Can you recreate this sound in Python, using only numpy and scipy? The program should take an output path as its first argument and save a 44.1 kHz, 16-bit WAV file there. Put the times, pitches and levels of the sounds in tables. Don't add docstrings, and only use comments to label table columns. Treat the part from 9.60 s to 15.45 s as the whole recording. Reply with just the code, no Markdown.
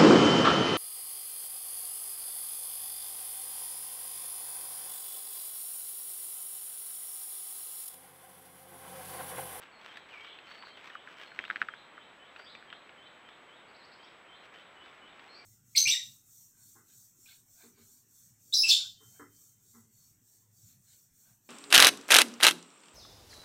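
import sys
import numpy as np
from scipy import signal
from scipy.fft import rfft, irfft, next_fast_len
from scipy.io import wavfile
from scipy.ndimage import map_coordinates

SR = 44100
rng = np.random.default_rng(int(sys.argv[2]) if len(sys.argv) > 2 else 0)


def unload_wav(signal):
    wavfile.write(
        sys.argv[1],
        SR,
        np.round(np.clip(np.atleast_2d(signal).T, -1, 1) * 32767).astype(np.int16),
    )


N = 257984

# (time [s], level [dB], mouth pitch [Hz], swell time [s],
# second pop compared with the smack [dB])
JAW_SMACKS = [(1.033, -42.5, 883, 0.0033, -5), (1.352, -33, 1154, 0.0026, -17),
              (1.473, -39, 1404, .0024, -10), (1.717, -42, 1430, 0.0023, -14),
              (1.7902, -16.5, 1690, 0.00054, -20), (1.8401, -29.5, 1440, 0.00073, -11),
              (1.9011, -18.5, 1380, 0.00097, -5), (1.9592, -20, 1540, 0.00072, -10),
              (2.0164, -15, 1390, 0.0011, -10), (2.086, -27, 1244, 0.0018, -13),
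              (2.138, -32.5, 1390, 0.00088, -24), (2.378, -40, 1180, 0.0023, -5),
              (3.0257, -40.5, 1390, 0.00087, -12), (3.127, -35, 1270, .0012, -7)]
def jaws():
    out = np.zeros(N)
    for s, db, hz, swell, second_db in JAW_SMACKS:
        add(out, s, amp(db) * smack(hz, swell))
        add(out, s + .0091, amp(db + second_db) * smack(hz * 1.045, swell * .73))
        for when, pitch in rng.standard_normal((3, 2)):
            click = smack(hz * np.exp(.28 * pitch), swell=.00048)
            add(out, s + .005 + .0048 * when, amp(db - 20) * click)
    return out


# (frequency [Hz], level [dB])
CHEEK_TONE = [(30, -41), (120, -13), (280, -2), (480, -11), (1000, -16), (3000, -94)]
# (frequency [Hz], level [dB])
CRACK_TONE = [(50, -15), (250, -4), (700, 0.5), (1600, 9.5), (3600, 2), (5000, -14), (8000, -43),
              (15000, -39)]
def smack(hz, swell):
    t = clock(.1)
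    age = t / swell
    pitch = hz * (1 + 1.35 * np.exp(-age / .53))
    loudness = age ** 2 * np.exp(2 * (1 - age))
    pop = loudness * sine(pitch)
    spit = amp(-12) * burst(t, CRACK_TONE, fade_s=.008)
    thump = amp(-37.5) * burst(t, CHEEK_TONE, fade_s=.14)
    return echo(pop + spit + thump, fade_s=.11, echo_db=-17, build_s=.003)


# (time [s], level [dB], pitch [Hz], splinter compared with the snap [dB])
STEM_SNAPS = [(.357, -39, 2000, -10), (0.3716, -34.5, 1940, 0.5), (.5435, -42, 2240, -11),
              (0.611, -46, 2260, -11), (.647, -38.5, 3030, -9), (.7878, -36, 2520, -9),
              (.913, -38.5, 1140, -15), (1.025, -36.5, 1150, -20), (1.1736, -39, 2950, -13),
              (1.301, -33.5, 1720, -12), (1.601, -38.5, 2830, -3), (1.852, -35.5, 2780, -2.5),
              (2.7617, -35.5, 1400, -13), (2.951, -35, 2600, -11), (3.1025, -38, 3020, -18),
              (3.1279, -34.5, 2870, -14), (3.293, -39.5, 2340, -20), (3.689, -39, 2980, -17),
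              (5.26, -40, 1580, -8), (5.595, -39, 1950, -16)]
def stems(small_per_s=14, small_hz=1820):
    out, push = np.zeros(N), grass_push()
    for s, db, hz, splinter_db in STEM_SNAPS:
        add(out, s, amp(db) * snap(hz, splinter_db))
    for when, size, pitch in rng.random((int(small_per_s * N / SR), 3)):
        at = int(when * N)
        loudness = push[at] * amp(14) * (.5 + size)
        add(out, at / SR, loudness * snap(small_hz * 2 ** (pitch - .5), splinter_db=-4))
    return out


def snap(hz, splinter_db):
    t = clock(.05)
    onset = 1 - np.exp(-t / .0003)
    ring = np.sin(2 * np.pi * hz * t) * fade(t, .008) * onset
    crack = amp(-7) * burst(t, CRACK_TONE, fade_s=.014)
    splinter = amp(splinter_db) * burst(t, GRASS_TONE, fade_s=.004)
    return echo(ring + crack + splinter, fade_s=.041, echo_db=-3, build_s=.0013)


# (frequency [Hz], level [dB])
GRASS_TONE = [(150, -27.5), (600, -6.5), (1500, 3), (3000, 0.5), (4200, -9.5), (6000, -17.5), (9000, -32.5),
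              (15000, -34)]
def grass(ticks_per_s=3000):
    strength = amp(3.8 * np.minimum(rng.exponential(size=N), 4))
    ticks = (rng.random(N) < ticks_per_s / SR) * rng.standard_normal(N) * strength
    return grass_push() * unit(coloured(ticks, GRASS_TONE)) * amp(2.4 * wobble(60))


# (middle time [s], half length [s], level [dB])
GRASS_STROKES = [(0.034, 0.028, -56.5), (0.252, 0.031, -52), (0.34, 0.042, -56.5), (0.607, 0.081, -55),
                 (0.924, 0.06, -54.5), (1.073, 0.024, -55), (1.272, 0.054, -53), (1.517, 0.057, -58.5),
                 (1.618, 0.037, -51.5), (1.915, 0.17, -57), (2.795, 0.034, -58), (4.85, 0.016, -59.5),
                 (4.97, 0.036, -58.5), (5.28, 0.1, -63), (5.65, 0.064, -62.5)]
def grass_push():
    t = np.arange(N) / SR
    power = sum(amp(db) ** 2 * np.exp(-((t - s) / half) ** 2) for s, half, db in GRASS_STROKES)
    return np.sqrt(power)


# (time [s], opening pitch [Hz], level [dB])
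RISING_CALLS = [(0.286, 3154, -59.5), (0.597, 3160, -59.5), (.84, 3080, -62.5), (1.089, 3130, -62.5),
                (1.321, 2937, -61), (1.549, 3060, -64.5), (1.78, 3165, -59.5), (2.099, 3163, -59.5),
                (2.353, 3060, -61.5), (2.591, 3025, -63), (3.073, 3150, -60), (3.375, 3070, -59.5),
                (3.644, 3115, -63), (3.882, 3034, -61.5), (4.39, 3113, -62), (4.682, 3103, -60),
                (4.933, 3033, -62), (5.162, 2963, -62), (5.412, 2964, -61.5)]
def calling_bird(length_s=.105, opening_share=.36, flick_drop_db=5):
    out, t = np.zeros(N), clock(length_s)
    progress = t / t[-1]
    rise = np.clip((progress - opening_share) / (1 - opening_share), 0, 1)
    sag = 1 + .02 * np.exp(-progress / .12)
    rasp = .006 + .055 * np.sqrt(rise)
    for s, hz, db in RISING_CALLS:
        flick_hz = 856.6 + 72 * (db + 62)
        loudness = amp(db - flick_drop_db * np.sqrt(rise))
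        call = loudness * note(hz * sag + flick_hz * rise, rasp, edge=.08)
        add(out, s, echo(call, fade_s=.56, echo_db=1, build_s=.013))
    return out


# (time [s], length [s], start pitch [Hz], held pitch [Hz], level [dB])
BIRD_WHISTLES = [(.113, 0.076, 4600, 4290, -67.5), (.522, 0.097, 2750, 2275, -52.5),
                 (.865, .1, 4150, 4460, -64), (.965, 0.082, 4400, 4510, -61.5),
                 (1.653, 0.043, 4320, 4250, -66), (2.774, 0.12, 4330, 4710, -65),
                 (4.185, 0.051, 4250, 4150, -66.5), (5.676, .1, 3950, 4290, -62.5),
                 (5.735, 0.086, 4320, 4670, -59.5), (5.77, 0.061, 2420, 2330, -62.5)]
def whistling_birds(settle_s=.01337):
    out = np.zeros(N)
    for s, length, start, held, db in BIRD_WHISTLES:
        pitch = held + (start - held) * np.exp(-clock(length) / settle_s)
        add(out, s, amp(db) * thicket(note(pitch, rasp=.016, edge=.19)))
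    return out


# (time [s], length [s], start pitch [Hz], end pitch [Hz], level [dB])
BIRD_SLIDES = [(.499, .053, 3080, 2680, -57), (0.623, .13, 2600, 3424, -56),
               (1.048, 0.026, 4010, 4300, -58), (2.842, 0.018, 4770, 5180, -65),
               (2.849, 0.076, 2900, 4090, -56), (5.69, 0.15, 4900, 5500, -75)]
def sliding_birds():
    out = np.zeros(N)
    for s, length, start, end, db in BIRD_SLIDES:
        pitch = end + (start - end) * (1 - clock(length) / length) ** 1.8
        add(out, s, amp(db) * thicket(note(pitch, rasp=.0466, edge=.24)))
    return out


# (time [s], level [dB])
BIRD_CHIRPS = [(4.072, -70), (4.137, -63.5), (4.224, -62.5), (4.312, -62), (4.419, -65)]
def chirping_bird(length_s=.038, start_hz=3750, end_hz=5150):
    out = np.zeros(N)
    pitch = start_hz + (end_hz - start_hz) * clock(length_s) / length_s
    for s, db in BIRD_CHIRPS:
        add(out, s, amp(db) * thicket(note(pitch, rasp=.075, edge=.21), echo_db=-2))
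    return out


def note(pitch, rasp, edge):
    progress = np.linspace(0, 1, len(pitch))
    ramp = np.clip(np.minimum(progress, 1 - progress) / edge, 0, 1)
    loudness = np.sin(np.pi / 2 * ramp) ** 2
    flutter = 1 + rasp * wobble(700, len(pitch))
    return np.sqrt(2) * loudness * sine(pitch * flutter)


def thicket(song, echo_db=.5):
    return echo(song, fade_s=.49, echo_db=echo_db, build_s=.0088)


def echo(sound, fade_s, echo_db, build_s):
    t = clock(.6)
    tail = rng.standard_normal(len(t)) * fade(t, fade_s) * (1 - np.exp(-t / build_s))
    path = amp(echo_db) * tail / np.linalg.norm(tail)
    path[0] = 1
    return signal.fftconvolve(sound, path)


# (frequency [Hz], level [dB])
HUSH_TONE = [(15, -46), (30, -15.5), (70, -10.5), (220, -2.5), (550, 1), (1250, 1), (2300, -1.5),
             (3200, -7), (3900, -12.5), (4600, -21), (6000, -28.5), (8500, -39), (11000, -39.5),
             (15500, -39)]
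def forest(insect_hz=6620):
    hush = amp(-56.5) * coloured(rng.standard_normal(N), HUSH_TONE)
    insects = unit(wobble(300) * np.sin(2 * np.pi * insect_hz * np.arange(N) / SR))
    return hush + amp(-90.5) * insects


# (middle time [s], half length [s])
WHINE_FLICKERS = [(2.523, .006), (4.004, 0.0083)]
def camera_whine(hz=7796.2, flips_per_s=59.5):
    t = np.arange(N) / SR
    flicker = sum(abs(t - s) < half for s, half in WHINE_FLICKERS)
    pitch = hz + flicker * (180 + 180 * wobble(400))
    flips = signal.square(np.pi * flips_per_s * t)
    return amp(-77) * unit(sine(pitch) * flips)


def amp(db):
    return 10 ** (np.asarray(db) / 20)


def unit(x):
    return x / np.sqrt(np.mean(x ** 2) + 1e-20)


def clock(seconds):
    return np.arange(int(seconds * SR)) / SR


def sine(pitch):
    return np.sin(2 * np.pi * np.cumsum(pitch) / SR)


def fade(t, fade_s):
    return amp(-60 * t / fade_s)


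def add(track, s, sound):
    part = track[max(round(s * SR), 0):][:len(sound)]
    part += sound[:len(part)]


def wobble(rate, size=N):
    values = rng.standard_normal(int(size * rate / SR) + 4)
    return map_coordinates(values, [np.arange(size) * rate / SR])


def burst(t, tone, fade_s):
    return coloured(rng.standard_normal(len(t)) * fade(t, fade_s), tone)


def coloured(x, tone):
    hz, db = np.transpose(tone)
    size = 2 * next_fast_len(len(x))
    log_hz = np.log(np.fft.rfftfreq(size, 1 / SR) + 1)
    gain = amp(np.interp(log_hz, np.log(hz), db))
    cepstrum = irfft(np.log(gain))[:size // 2]
    cepstrum[1:] *= 2
    response = np.exp(rfft(cepstrum, size))
    shaped = irfft(rfft(x, size) * response, size)[:len(x)]
    return np.std(x) * unit(shaped)


def scene():
    boar = jaws() + stems() + grass()
    birds = calling_bird() + whistling_birds() + sliding_birds() + chirping_bird()
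    return (boar + birds + forest())[None]


def record(dry):
    kept = np.fft.rfftfreq(N, 1 / SR) < 15800
    return irfft(rfft(dry + camera_whine()) * kept, N)


dry = scene()
out = record(dry)
unload_wav(out)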